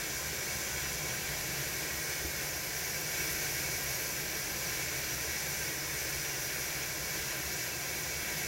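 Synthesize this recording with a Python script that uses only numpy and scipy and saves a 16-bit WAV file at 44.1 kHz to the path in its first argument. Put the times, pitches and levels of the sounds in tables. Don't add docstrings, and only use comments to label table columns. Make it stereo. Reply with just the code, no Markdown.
import sys
import numpy as np
from scipy import signal
from scipy.fft import rfft, irfft, next_fast_len
from scipy.io import wavfile
from scipy.ndimage import uniform_filter1d

SR = 44100
rng = np.random.default_rng(int(sys.argv[2]) if len(sys.argv) > 2 else 0)


def elevation(decibels):
    levels = np.asarray(decibels, float)
    return 10 ** (levels / 20)


def unload_audio(sound):
    columns = np.transpose(np.atleast_2d(sound))
    steps = np.round(np.clip(columns, -1, 1) * 32767)
    wavfile.write(sys.argv[1], SR, steps.astype(np.int16))


N = 373527
SIZE = next_fast_len(N)
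HZ = np.arange(SIZE // 2 + 1) * SR / SIZE
TIME_S = np.arange(N) / SR

# frequency in Hz, width in Hz, left level in dB per
# Hz, right level in dB per Hz, left port's phase lead in radians, likeness of the ports 0-1.
ROOM_MODES = [(35.0, 26, -79, -79, 0.3, 0.99), (70.0, 24, -65, -65, 0.2, 0.99),
              (102.0, 11, -77, -77, 0.0, 0.99), (124.0, 10, -67, -68, 0.1, 0.99),
              (140.0, 22, -64, -66, 0.1, 0.99), (153.0, 8, -65, -66, 0.1, 0.99),
              (172.0, 20, -71, -72, -0.1, 0.98), (205.0, 15, -66, -76, 0.0, 0.96),
              (316.0, 38, -79, -65, -2.0, 0.58), (341.0, 24, -75, -76, -3.0, 0.99),
               (363.0, 23, -82, -66, 1.6, 0.81), (389.0, 28, -78, -66, 0.6, 0.5),
               (444.0, 44, -78, -66, 1.4, 0.21), (481.0, 14, -99, -73, 0.9, 0.99),
               (524.0, 63, -73, -67, -2.8, 0.54), (571.0, 20, -71, -70, 2.6, 0.99),
               (608.0, 97, -71, -71, -1.1, 0.1),
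              (672.0, 29, -76, -75, 3.0, 0.99), (720.0, 55, -74, -73, -0.8, 0.54),
                 (767.0, 46, -72, -75, 2.6, 0.43), (830.0, 68, -70, -73, 2.4, 0.67),
                 (895.0, 97, -79, -78, 3.0, 0.23), (990.0, 97, -71, -73, 2.7, 0.66),
                 (1028.0, 36, -73, -80, 0.3, 0.85), (1066.0, 50, -75, -79, 1.0, 0.64),
                 (1141.0, 26, -84, -82, -3.1, 0.99), (1166.0, 15, -98, -82, -2.8, 0.99),
                 (1260.0, 5, -89, -90, -3.1, 0.99)]
TUB_MODES = [(1411.0, 83, -69, -67, -3.1, 0.83), (1541.0, 109, -70, -70, 1.6, 0.59),
             (1597.0, 66, -76, -71, -0.6, 0.99), (1682.0, 122, -63, -65, -3.1, 0.75),
             (1790.0, 276, -69, -71, -3.0, 0.32), (1919.0, 57, -70, -71, -0.2, 0.99),
             (1985.0, 79, -75, -70, -2.0, 0.71), (2029.0, 60, -75, -84, -0.1, 0.99),
             (2120.0, 137, -73, -72, -2.7, 0.82), (2214.0, 85, -68, -70, -0.1, 0.5),
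             (2264.0, 46, -68, -68, -0.2, 0.79), (2331.0, 61, -72, -71, 0.4, 0.99),
             (2425.0, 151, -73, -72, 1.8, 0.72), (2492.0, 55, -67, -72, 3.1, 0.97),
             (2635.0, 92, -75, -74, 0.7, 0.72), (2762.0, 128, -78, -74, -0.6, 0.27),
             (2930.0, 138, -76, -79, 0.5, 0.25), (3035.0, 76, -88, -80, -1.9, 0.89),
             (3115.0, 63, -78, -85, 3.0, 0.47), (3278.0, 151, -76, -78, -0.3, 0.37),
             (3436.0, 93, -82, -79, -0.7, 0.43), (3529.0, 90, -81, -78, 0.7, 0.66),
             (3596.0, 110, -80, -79, -0.1, 0.22), (3707.0, 128, -82, -79, -0.9, 0.51),
             (3849.0, 210, -87, -78, 1.3, 0.5), (3899.0, 72, -81, -94, 0.7, 0.99),
             (4066.0, 199, -79, -83, -0.5, 0.36), (4150.0, 102, -77, -78, 2.4, 0.75)]
TAP_MODES = [(4460.0, 198, -78, -77, -0.2, 0.69), (4710.0, 134, -77, -76, -2.6, 0.69),
             (4820.0, 179, -75, -79, 0.6, 0.44), (4940.0, 112, -85, -76, -0.5, 0.99),
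             (5040.0, 165, -72, -78, 2.1, 0.63), (5190.0, 263, -72, -74, 0.7, 0.27),
             (5500.0, 153, -74, -74, 1.6, 0.68), (5780.0, 320, -70, -71, -0.3, 0.76),
             (5910.0, 76, -74, -77, 0.1, 0.75), (6140.0, 158, -77, -70, 0.4, 0.99),
             (6530.0, 207, -81, -72, -1.1, 0.27), (6710.0, 189, -76, -74, 0.7, 0.5),
             (6860.0, 218, -78, -75, 3.1, 0.37), (7030.0, 290, -80, -75, -0.2, 0.28),
             (7230.0, 345, -79, -75, -2.9, 0.56), (7390.0, 349, -75, -83, -0.2, 0.94),
             (7630.0, 449, -77, -81, 3.1, 0.4), (7870.0, 205, -78, -88, 2.4, 0.34)]
SPRAY_MODES = [(8350.0, 282, -82, -86, -3.0, 0.44), (8870.0, 651, -78, -79, 0.6, 0.17),
               (9340.0, 205, -82, -84, -1.1, 0.36), (9630.0, 369, -81, -81, 1.1, 0.36),
               (9830.0, 141, -82, -82, -1.1, 0.84), (10050.0, 124, -82, -86, -2.0, 0.77),
               (10430.0, 775, -80, -79, 2.1, 0.22), (10870.0, 576, -81, -82, 2.0, 0.19),
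               (11220.0, 387, -86, -81, -0.2, 0.39), (11520.0, 775, -79, -98, -2.1, 0.99),
               (12300.0, 602, -75, -80, -2.7, 0.21), (12650.0, 397, -90, -78, -1.0, 0.99),
               (12900.0, 551, -76, -81, -1.6, 0.23), (13460.0, 401, -78, -82, 2.3, 0.31),
               (13830.0, 380, -81, -82, -2.6, 0.36), (14170.0, 421, -81, -86, -0.4, 0.41),
               (14700.0, 414, -80, -85, -0.7, 0.32), (15130.0, 572, -78, -84, -1.1, 0.23),
               (15480.0, 84, -85, -84, -0.8, 0.99)]

# frequency in Hz, left level in dB per Hz,
# right level in dB per Hz, correlation of the ports -1..1.
ROOM_SCATTER = [(20, -91, -82, -0.8), (36, -88, -80, -0.8), (66, -83, -80, -0.3), (120, -82, -83, -0.7),
                (217, -81, -82, -0.4), (394, -77, -85, 0.7), (716, -92, -93, -0.4), (1300, -77, -77, -0.2)]
TUB_SCATTER = [(1300, -77, -76, -0.2), (1880, -84, -87, 0.8), (2460, -75, -73, -0.5),
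               (3040, -81, -83, -0.0), (3620, -81, -93, -0.8), (4200, -82, -79, 0.2)]
TAP_SCATTER = [(4200, -78, -76, -0.0), (5200, -83, -78, -0.2), (6200, -73, -74, 0.0),
               (7200, -89, -94, -0.8), (8200, -79, -92, 0.2)]
SPRAY_SCATTER = [(8200, -80, -108, 0.3), (9450, -86, -81, -0.6), (10700, -98, -85, 0.8),
                 (11950, -94, -79, 0.2), (13200, -101, -84, 0.8), (14450, -95, -84, -0.5),
                 (15700, -78, -82, 0.3)]
BAND_EDGES_HZ = (18, 1300, 4200, 8200, 15860)

# time in seconds, flow in dB.
FLOW = [
    (0, -39),
    (1.5, -39),
    (2.8, -38.8),
    (5.5, -38.5),
    (7, -39),
    (8.47, -39.3),
]
# start in seconds, level in dB, frequency in Hz, t60 in seconds, push in seconds.
THUD = [
    (2.239, -24, 67, 0.14, 0.021),
    (2.248, -28, 332, 0.045, .003),
]
# time in seconds, place between two spots 0-1.
SWAY = [
    (0, 0.16),
    (1.8, 0.46),
    (2.6, 0.98),
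    (4.5, 0.85),
    (6.4, 0.92),
    (8.47, 0.63),
]
# frequency in Hz, change in dB.
COLOUR_SHIFT = [(1200, -2), (1700, 1.5), (2250, 1), (3100, 0), (4400, -0.7), (5800, 3), (7000, -1.1),
                (12000, 2.1)]


def hum():
    hum_hz, hum_rms_db = 120, -60.5
    return elevation(hum_rms_db) * np.sqrt(2) * np.sin(2 * np.pi * hum_hz * TIME_S)


def thud():
    out = np.zeros(N)
    for start_s, db, hz, t60_s, push_s in THUD:
        t = np.maximum(TIME_S - start_s, 0)
        envelope = (1 - np.exp(-t / push_s)) * 1000 ** (-t / t60_s)
        out += elevation(db) * envelope * np.sin(2 * np.pi * hz * t)
    return out * elevation(np.array([[-1.2], [1.2]]))


def random_walk(rate_hz):
    hold = int(SR / rate_hz)
    steps = np.repeat(rng.standard_normal(1000), hold)[:N]
    walk = uniform_filter1d(uniform_filter1d(steps, hold), hold)
    return walk / walk.std()


def tile_echoes(t60_s, count):
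    t = np.arange(SR // 2) / SR
    decay = 1000 ** (-t / t60_s)
    unit_energy = np.sqrt(2 * np.log(1000) / t60_s / SR)
    return rfft(rng.standard_normal((count, 2, len(t))) * decay * unit_energy, SIZE)


def stream_strikes(drift_db, count):
    noise = rng.standard_normal((count, N))
    noise[:4] *= elevation(drift_db * np.array([random_walk(1.596) for _ in range(4)]))
    return rfft(noise, SIZE) * np.sqrt(SR / 2)


def resonances(modes, strikes, echoes, echo_share):
    out = np.zeros((2, len(HZ)), complex)
    for k, (hz, width_hz, left_db, right_db, lead_rad, alike) in enumerate(modes):
        near = slice(*np.searchsorted(HZ, [hz - 6 * width_hz, hz + 6 * width_hz]))
        shape = 1 / (1 + (2 * (HZ[near] - hz) / width_hz) ** 2)
        path = np.sqrt(alike) + np.sqrt(echo_share * (1 - alike)) * echoes[k % 4][:, near]
        kept = alike + echo_share * (1 - alike)
        combed_power = np.sum(np.abs(shape * path) ** 2, axis=1, keepdims=True)
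        path *= np.sqrt(kept * np.sum(shape ** 2) / combed_power)
        stray = np.sqrt((1 - echo_share) * (1 - alike)) * strikes[[4 + k % 2, 6 + k % 2], near]
        ports = np.array([[elevation(left_db) * np.exp(1j * lead_rad)], [elevation(right_db)]])
        out[:, near] += ports * shape * (path * strikes[k % 4, near] + stray)
    return out


def scattered(scatter, inside, strikes, echo, echo_share):
    hz, *columns = np.transpose(scatter)
    left_db, right_db, alike = (np.interp(np.log(HZ[inside]), np.log(hz), c) for c in columns)
    unrelated = np.sqrt(1 - echo_share) * strikes[9:11, inside]
    echoed = np.sqrt(echo_share) * echo[:, inside] * strikes[11, inside]
    signs = np.array([np.ones_like(alike), np.sign(alike)])
    common = np.sqrt(np.abs(alike)) * strikes[8, inside] * signs
    field = common + np.sqrt(1 - np.abs(alike)) * (unrelated + echoed)
    return elevation(np.array([left_db, right_db])) * field


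def driven_body(modes, scatter, strikes, echoes, band, echo_share, db):
    out = resonances(modes, strikes, echoes, echo_share)
    inside = slice(*np.searchsorted(HZ, BAND_EDGES_HZ[band:band + 2]))
    out[:, inside] += scattered(scatter, inside, strikes, echoes[band], echo_share)
    return elevation(db) * out * (HZ < BAND_EDGES_HZ[-1])


def at_moving_ports(spectrum, echoes, wall_share):
    shift_hz, shift_db = np.transpose(COLOUR_SHIFT)
    colour_db = np.interp(np.log(HZ + 1), np.log(shift_hz), shift_db)
    place = np.interp(TIME_S, *np.transpose(SWAY))
    out = 0
    for echo, side, weight in ((echoes[0, 0], -0.5, 1 - place), (echoes[2, 1], 0.5, place)):
        wall = np.sqrt(1 - wall_share) + np.sqrt(wall_share) * echo
        wall /= np.sqrt(uniform_filter1d(np.abs(wall) ** 2, size=1500))
        out = out + weight * irfft(spectrum * wall * elevation(side * colour_db), SIZE)[:, :N]
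    return out


def rumble_and_trickle(strikes, echoes):
    modes = ROOM_MODES
    air = driven_body(modes, ROOM_SCATTER, strikes, echoes, band=0, echo_share=0.22, db=-0.86)
    low = 1 / (1 + (HZ / 240) ** 8)
    rumble = irfft(air * low, SIZE)[:, :N] * elevation(0.5 * random_walk(1.61))
    trickle = irfft(air * (1 - low), SIZE)[:, :N] * elevation(0.14 * random_walk(6))
    return rumble + trickle


def tub_drumming(strikes, echoes, flow_db, sputter):
    modes = TUB_MODES
    drum = driven_body(modes, TUB_SCATTER, strikes, echoes, band=1, echo_share=0.45, db=-0.5)
    level_db = 0.3 * flow_db + 0.1 * sputter + 0.59 * random_walk(14)
    return at_moving_ports(drum, echoes, wall_share=0.079) * elevation(level_db)


def tap_jet(strikes, echoes, flow_db, sputter):
    jet = driven_body(TAP_MODES, TAP_SCATTER, strikes, echoes, band=2, echo_share=0.41, db=-0.93)
    level_db = 0.6 * flow_db + 0.28 * sputter + 0.29 * random_walk(14)
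    return at_moving_ports(jet, echoes, wall_share=0.17) * elevation(level_db)


def fine_spray(strikes, echoes, flow_db, sputter):
    spray = driven_body(SPRAY_MODES, SPRAY_SCATTER, strikes, echoes, band=3, echo_share=0.7, db=-1.1)
    level_db = 0.6 * flow_db + 0.5 * sputter + 0.14 * random_walk(16)
    return at_moving_ports(spray, echoes, wall_share=0.17) * elevation(level_db)


def water():
    s, db = np.transpose(FLOW)
    flow_db = np.interp(TIME_S, s, db - np.mean(db))
    sputter = random_walk(12) + 0.35 * random_walk(45)
    strikes = stream_strikes(drift_db=1.44, count=12)
    echoes = tile_echoes(t60_s=0.14, count=4)
    out = rumble_and_trickle(strikes, echoes)
    out = out + tub_drumming(strikes, echoes, flow_db, sputter)
    out = out + tap_jet(strikes, echoes, flow_db, sputter)
    return out + fine_spray(strikes, echoes, flow_db, sputter)


def scene():
    return hum() + thud() + water()


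def low_pass(x):
    return signal.sosfilt(signal.butter(12, 16660, fs=SR, output="sos"), x)


def record(dry):
    bass_cut = signal.butter(1, 15, "high", fs=SR, output="sos")
    port_gain_db = np.array([[0.18], [-0.18]])
    mix = signal.sosfilt(bass_cut, dry) * elevation(port_gain_db)
    return low_pass(mix)


dry = scene()
out = record(dry)
unload_audio(out)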